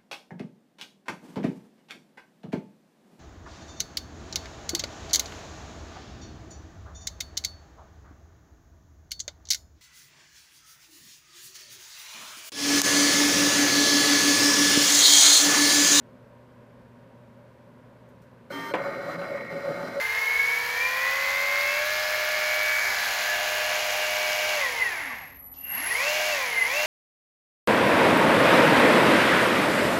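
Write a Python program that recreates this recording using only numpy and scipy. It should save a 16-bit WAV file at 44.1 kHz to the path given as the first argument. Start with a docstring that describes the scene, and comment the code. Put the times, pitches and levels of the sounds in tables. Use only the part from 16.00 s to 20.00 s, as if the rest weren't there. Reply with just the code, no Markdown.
"""A vinyl cutter traces a curve: the tiny steps of its two motors shake the frame into an uneven whir.
Before the cut, the carriage (the part that carries the blade) makes a short, fast move with a buzz.
Then the blade holder knocks down, and it chatters now and then as the cut goes on.
A fan and the hum of mains power run throughout, and a small room adds a short, dull echo."""
import sys
import numpy as np
from scipy import signal
from scipy.fft import rfft, irfft, next_fast_len
from scipy.io import wavfile
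from scipy.ndimage import map_coordinates

SR = 44100
rng = np.random.default_rng(int(sys.argv[2]) if len(sys.argv) > 2 else 0)


def pcm_store(signal):
    """Save signal as 16-bit PCM."""
    levels = np.round(np.clip(np.atleast_2d(signal), -1, 1) * 32767)
    wavfile.write(sys.argv[1], SR, levels.astype(np.int16).T)


N = 176400  # 4 seconds


def amp(db):
    """Turn decibels into a number to multiply a sound by."""
    return 10 ** (np.asarray(db) / 20)


def unit(x):
    """Scale a sound so that its average level (rms) is 1."""
    return x / np.sqrt(np.mean(x ** 2) + 1e-20)


def clock():
    """The time of each sample, in seconds."""
    return np.arange(N) / SR


def noise():
    """White noise: an even hiss."""
    return rng.standard_normal(N)


def curve(rows, column=1):
    """Join the points of a time table with straight lines, giving one value per sample."""
    columns = np.transpose(rows)
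    return np.interp(clock(), columns[0], columns[column])


def wobble(per_second):
    """A smooth curve that passes through this many random values a second."""
    times = clock()[::32]
    values = map_coordinates(rng.standard_normal(2000), [times * per_second], mode="wrap")
    return np.interp(clock(), times, values)


def gate(start, end, rise, fall):
    """Switch on between two times, with straight fades (all in seconds)."""
    return np.clip(np.minimum((clock() - start) / rise, (end - clock()) / fall), 0, 1)


def decay(start, t60):
    """Start suddenly, then fade by 60 dB every t60 seconds."""
    age = clock() - start
    return (age >= 0) * amp(-60 * np.abs(age) / t60)


def filtered(x, response):
    """Turn each frequency of a sound up or down by response(frequency)."""
    size = next_fast_len(N + SR // 2)
    return irfft(rfft(x, size) * response(np.fft.rfftfreq(size, 1 / SR)), size)[:N]


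def coloured(x, points):
    """Shape a sound with (frequency [Hz], level [dB]) points, then scale it to level 1."""
    hz, db = np.transpose(points)
    return unit(filtered(x, lambda f: amp(np.interp(np.log(f + 1), np.log(hz), db))))


def resonate(x, peaks):
    """Make a sound ring at (frequency [Hz], width [Hz], level [dB]) peaks, then scale it to level 1."""
    low_hz = 0.62 * min(peak[0] for peak in peaks)
    high_hz = 0.89 * max(peak[0] for peak in peaks)

    def response(f):
        body = sum((-1) ** k * amp(db) * 1j * f * width / (hz * hz - f * f + 1j * f * width)
                   for k, (hz, width, db) in enumerate(peaks))
        edge_cut = np.sqrt((1 + (f / high_hz) ** 6) * (1 + (low_hz / (f + 1)) ** 6))
        return body / edge_cut
    return unit(filtered(x, response))


def tone(hz, db, drift, flutter_db):
    """A slightly unsteady note: its phase wanders by drift (radians), its level by flutter_db."""
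    phase = 2 * np.pi * (hz * clock() + rng.random())
    level = np.sqrt(2) * amp(db + flutter_db * wobble(14))
    return level * np.sin(phase + drift * wobble(8.95))


def strike(start, notes, contact_s=0.00078):
    """One hit sets a part ringing at its own notes, each with a slightly random strength."""
    age = clock() - start
    live = (age > 0) & (age < 0.3)
    t = age[live]
    ring = sum(amp(db + rng.normal(0, 2.9) - 60 * t / t60) * np.sin(2 * np.pi * (hz * t + rng.random()))
               for hz, db, t60 in notes)
    hit = np.zeros(N)
    hit[live] = (1 - np.exp(-t / contact_s)) * ring
    return hit


def room_echo(x, dull_above_hz=2520, level_db=-5.5):
    """The short, dull echo from the walls of a small room."""
    tail = (noise() * decay(0.0035, t60=0.42))[:SR // 2]
    low_pass = signal.butter(2, dull_above_hz, fs=SR, output="sos")
    dull_tail = signal.sosfilt(low_pass, tail / np.linalg.norm(tail))
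    return amp(level_db) * signal.fftconvolve(x, dull_tail)[:N]


def panels(x):
    """Add the brief ringing of the sheet-metal panels, then scale to level 1."""
    tail = (noise() * decay(0.001, t60=0.05))[:SR // 10]
    ringing = signal.fftconvolve(x, tail / np.linalg.norm(tail))[:N]
    return unit(x + 0.55 * ringing)


def idle():
    """The fan blows through the housing, mains power hums, and two faint ticks come before the move."""
    # the fan's rush of air (frequency [Hz], relative level [dB])
    air_colour = [(25, -25), (53, -15), (90, -8.5), (105, -8.5), (150, -6), (180, -6.5), (213, -11.5),
                  (245, -0.5), (301, -20.5), (354, -10.5), (438, -11), (590, -8.5), (710, -18.5),
                  (1060, -17), (1150, -26.5), (1500, -21), (3180, -34), (4500, -39), (6500, -44.5),
                  (10000, -47.5), (14000, -47.5), (15200, -55)]
    # where the housing rings (frequency [Hz], width [Hz], relative level [dB])
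    housing_peaks = [(190, 65, -2.5), (262, 48, -1.5), (525, 16, 1), (589.4, 13.6, 1.5), (990, 91, -10),
                     (1532, 150, -14)]
    # notes of the mains and the fan (frequency [Hz], level [dB])
    hum_notes = [(120, -58.5), (942.5, -71.5), (1100, -77), (1200, -78)]
    # faint ticks (time [s], level [dB])
    tick_times = [(2.088, -71), (2.218, -67.5)]
    fan = amp(-54) * coloured(noise(), air_colour) + amp(-58.5) * resonate(noise(), housing_peaks)
    hum = sum(tone(hz, db, drift=0.16, flutter_db=-0.9) for hz, db in hum_notes)
    bright_hiss = coloured(noise(), [(1500, -27), (5500, 0), (9000, -4), (15000, -3)])
    ticks = bright_hiss * sum(amp(db) * decay(start, t60=0.16) for start, db in tick_times)
    return fan + hum + ticks


def stand_shudder():
    """A low note swells briefly as the motors shake the stand."""
    # shudders (time of peak [s], half length [s], level [dB])
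    shudders = [(3.189, 0.031, -39.5), (3.552, 0.019, -46), (3.83, 0.022, -48)]
    swell = sum(amp(db) * np.exp(-((clock() - peak) / half) ** 2) for peak, half, db in shudders)
    return swell * tone(hz=172, db=0, drift=0.6, flutter_db=1)


def fast_move(step_hz=131.45):
    """The carriage jerks into motion, buzzes at a steady step rate over its rushing wheels, and brakes."""
    # notes of the stepper motor (multiple of the step rate, level [dB])
    motor_notes = [(3, -47), (7, -45.5), (9, -44.5), (11, -61), (12, -49.5), (14, -47.5), (17, -55),
                   (18, -65), (21, -66), (24, -46.5), (30, -65), (31, -65), (39, -61), (42, -68),
                   (48, -66.5)]
    # notes unrelated to the step rate, likely the belt drive (frequency [Hz], level [dB])
    belt_notes = [(840, -61), (1432, -55), (2035, -62), (3435, -66)]
    # a low note that swells during the move (time [s], level [dB])
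    swell_level = [(2.52, -52), (2.565, -37.5), (2.61, -42), (2.65, -49), (2.72, -52)]
    # the rush of the wheels (frequency [Hz], relative level [dB])
    wheel_colour = [(60, -51), (170, 7.5), (400, 0.5), (570, 2.5), (800, -3.5), (1400, 0), (1750, -5),
                    (2150, 2.5), (2500, -11), (3700, -20), (4050, -6.5), (4400, -14), (5500, -16.5),
                    (7000, -23), (9300, -22.5), (11000, -28), (13800, -19), (15200, -23)]
    # jolts of starting and braking (time [s], level [dB])
    jerk_times = [(2.504, -32), (2.71, -33)]
    # frame notes they ring (frequency [Hz], relative level [dB], time to fade 60 dB [s])
    frame_notes = [(562, 0.5, 0.14), (1474, -4, 0.14), (2310, -14, 0.068), (4120, -19, .13)]
    notes = [(multiple * step_hz, db) for multiple, db in motor_notes] + belt_notes
    buzz = sum(tone(hz, db, drift=0.24, flutter_db=2.2) * amp(0.77 * wobble(150)) for hz, db in notes)
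    buzz += tone(hz=278.6, db=curve(swell_level), drift=0.2, flutter_db=0.8)
    buzz *= gate(start=2.517, end=2.722, rise=0.012, fall=0.012)
    rush = amp(-40.5) * coloured(panels(noise()), wheel_colour)
    rush *= gate(start=2.498, end=2.745, rise=0.015, fall=0.046)
    jerks = sum(amp(db) * strike(start, frame_notes) for start, db in jerk_times)
    return buzz + rush + room_echo(rush) + jerks


def blade_drop(low_cut_hz=140):
    """The blade holder slams down, bounces twice, and chatters now and then during the cut."""
    # the drop, bounces and chatter (time [s], relative level [dB])
    hits = [(2.738, -19.5), (2.7445, -30), (2.7538, -30.5), (2.861, -47), (3.068, -48), (3.131, -37.5),
            (3.216, -35), (3.243, -44), (3.375, -38.5), (3.701, -57)]
    # the holder's own notes (frequency [Hz], relative level [dB], time to fade 60 dB [s])
    holder_notes = [(367, -29, 0.049), (515, -4, .1), (703, -7, 0.11), (906, -2, .08), (1005, 2.5, 0.071),
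                    (1165, -3, .08), (1508, -1.5, 0.057), (1620, -21, 0.074), (1840, -27, .05),
                    (2340, -11, 0.12), (2643, -8, 0.031), (3270, -21, 0.25)]
    # the burst of noise at each hit (frequency [Hz], relative level [dB])
    crack_colour = [(40, -45), (150, -10), (400, -1.5), (1000, -6), (2400, -13), (4000, -29), (7000, -41),
                    (15000, -56)]
    ring = sum(amp(db) * strike(start, holder_notes) for start, db in hits)
    bursts = sum(amp(db) * decay(start, t60=0.072) for start, db in hits)
    crack = bursts * coloured(noise(), crack_colour)
    high_pass = signal.butter(2, low_cut_hz, "high", fs=SR, output="sos")
    return signal.sosfilt(high_pass, amp(-4.5) * ring + amp(-2.5) * crack)


def motor_steps(step_hz, jitter_steps=0.035):
    """A stepper motor turns in tiny steps: one jolt each, uneven in time and size."""
    count = np.floor(np.cumsum(step_hz) / SR + jitter_steps * wobble(200))
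    jolts = np.diff(count, prepend=count[0])
    return unit(jolts * amp(4.9 * noise()))


def cutting_hiss(jolts, judder):
    """Noise and motor jolts hiss through the panels, with a thin whistle from the carriage rail."""
    # the hiss (frequency [Hz], relative level [dB])
    hiss_colour = [(1500, -1.5), (2500, -0.5), (2900, -1.5), (3150, -3), (3700, -4.5), (4030, -1.5),
                   (4250, -3.5), (4700, -3), (4880, 1.5), (5200, -6), (5700, -4.5), (6300, -11.5),
                   (7000, -11.5), (7350, -9.5), (7800, -14), (8750, -15), (9030, -10.5), (9350, -15.5),
                   (11000, -17.5), (12500, -15.5), (14000, -15), (14500, -12), (15200, -18)]
    # how it rises and falls (time [s], relative level [dB])
    hiss_level = [(2.8, -56), (2.826, -51.5), (3.006, -55), (3.03, -52), (3.064, -52), (3.136, -49),
                  (3.174, -56.5), (3.194, -51), (3.494, -58), (3.504, -54.5), (3.738, -50), (4.0, -50)]
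    hiss = coloured(panels(noise() + amp(-9) * jolts), hiss_colour)
    whistle = amp(-7) * resonate(noise(), [(4042, 39, 0)])
    return amp(0.5 + curve(hiss_level) + 0.72 * judder) * unit(hiss + whistle)


def frame_ring(shaking):
    """The shaken frame's main note swells and fades over a quiet, steady, rough ringing."""
    # the frame's main peaks (frequency [Hz], width [Hz], relative level [dB])
    frame_peaks = [(562, 30, 0.5), (520, 46.5, -2.5)]
    # the note's swells (time [s], relative level [dB])
    ring_level = [(2.78, -46), (2.816, -29.5), (2.84, -48), (2.868, -25.5), (2.9, -39.5), (2.96, -39.5),
                  (3.006, -29.5), (3.05, -54), (3.08, -29.5), (3.12, -40), (3.25, -37.5), (3.29, -43),
                  (3.32, -24.5), (3.335, -37), (3.352, -24), (3.385, -44), (3.42, -34), (3.47, -58),
                  (3.51, -36.5), (3.58, -31), (3.61, -46.5), (3.65, -29.5), (3.68, -30), (3.703, -24),
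                  (3.735, -37), (3.85, -38.5), (3.89, -47), (4, -28)]
    note = tone(hz=565, db=0, drift=1, flutter_db=-1)
    roughness = amp(-6.5) * resonate(shaking, frame_peaks)
    swells = amp(curve(ring_level) - 1 + 1.4 * wobble(70))
    steady = amp(-44) * resonate(noise(), frame_peaks)
    return swells * unit(note + roughness) + steady


def frame_whir(shaking, judder):
    """The shaken frame whirs in a low, a middle and a high range, and rings with thin, high notes."""
    # where each range rings (frequency [Hz], width [Hz], relative level [dB])
    low_peaks = [(162, 35, -2.5), (254, 36, -1), (320, 80, -2), (442, 90, -0.5)]
    mid_peaks = [(629, 37, 4.5), (735, 39, 0), (875, 24, 0.5), (1096, 43, -2), (1232, 40, 2),
                 (1340, 35, 0.5), (1442, 75, 1.5), (1550, 61, 0), (1740, 38, -3)]
    high_peaks = [(1833, 22, -2.5), (1925, 5.7, 6.5), (2098, 53, -3), (2090, 12, 3), (2185, 69, -1.5),
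                  (2390, 43, -25)]
    # how each range rises and falls (time [s], relative level [dB])
    low_level = [(2.8, -41.5), (3.14, -44.5), (3.174, -41.5), (3.226, -43.5), (3.518, -46), (3.564, -41.5),
                 (3.654, -48.5), (3.722, -39), (3.738, -46.5), (3.846, -41), (3.986, -45), (4.0, -53)]
    mid_level = [(2.8, -39.5), (2.86, -36.5), (2.92, -38.5), (3.0, -40.5), (3.08, -37), (3.145, -36.5),
                 (3.17, -42), (3.23, -35), (3.3, -40), (3.36, -41.5), (3.46, -47.5), (3.55, -43),
                 (3.67, -40), (3.8, -38.5), (3.9, -38.5), (4, -39)]
    high_level = [(2.8, -41.5), (2.94, -41.5), (3.06, -46), (3.064, -47), (3.156, -39.5), (3.176, -59),
                  (3.184, -47), (3.368, -40), (3.978, -47.5), (4.0, -56)]
    # thin, high notes of the ringing frame (frequency [Hz], level relative to the high whir [dB])
    high_frame_notes = [(1868, -4), (1917, -17.5), (2111, -5.5), (2210, -8)]
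    thin_notes = sum(tone(hz, db, drift=0.9, flutter_db=-0.5) for hz, db in high_frame_notes)
    low = amp(curve(low_level)) * resonate(shaking, low_peaks)
    mid = amp(curve(mid_level) + 1.27 * judder) * resonate(shaking, mid_peaks)
    high = amp(curve(high_level) - 0.5) * unit(resonate(shaking, high_peaks) + thin_notes)
    return low + mid + high


def cutting(start_s=2.745, rise_s=0.027, rolling_db=3.5):
    """Two motors change speed to trace a curve; their steps and the rolling noise shake the frame."""
    # motor speeds (time [s], carriage step rate [Hz], roller step rate [Hz])
    step_rates = [(2.75, 95.26, 200.3), (3.1, 149.8, 160.2), (3.45, 235, 60.54), (3.75, 140.1, 170.4),
                  (4, 96.2, 205.1)]
    carriage = motor_steps(curve(step_rates, column=1))
    roller = motor_steps(curve(step_rates, column=2))
    jolts = unit(carriage + roller)
    shaking = jolts + amp(rolling_db) * noise()
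    judder = wobble(55)  # makes the middle range and the hiss flicker together
    fade_in = np.clip((clock() - start_s) / rise_s, 0, 1)
    return fade_in * (cutting_hiss(jolts, judder) + frame_ring(shaking) + frame_whir(shaking, judder))


def scene():
    """Mix the idling machine, its move, the knock and the cut into one channel."""
    knock = blade_drop()
    mix = idle() + fast_move() + knock + room_echo(knock) + cutting() + stand_shudder()
    return mix[None]


def record(dry, top_hz=15280):
    """Remove the very highest treble."""
    return filtered(dry[0], lambda hz: hz < top_hz)[None]


dry = scene()
out = record(dry)
pcm_store(out)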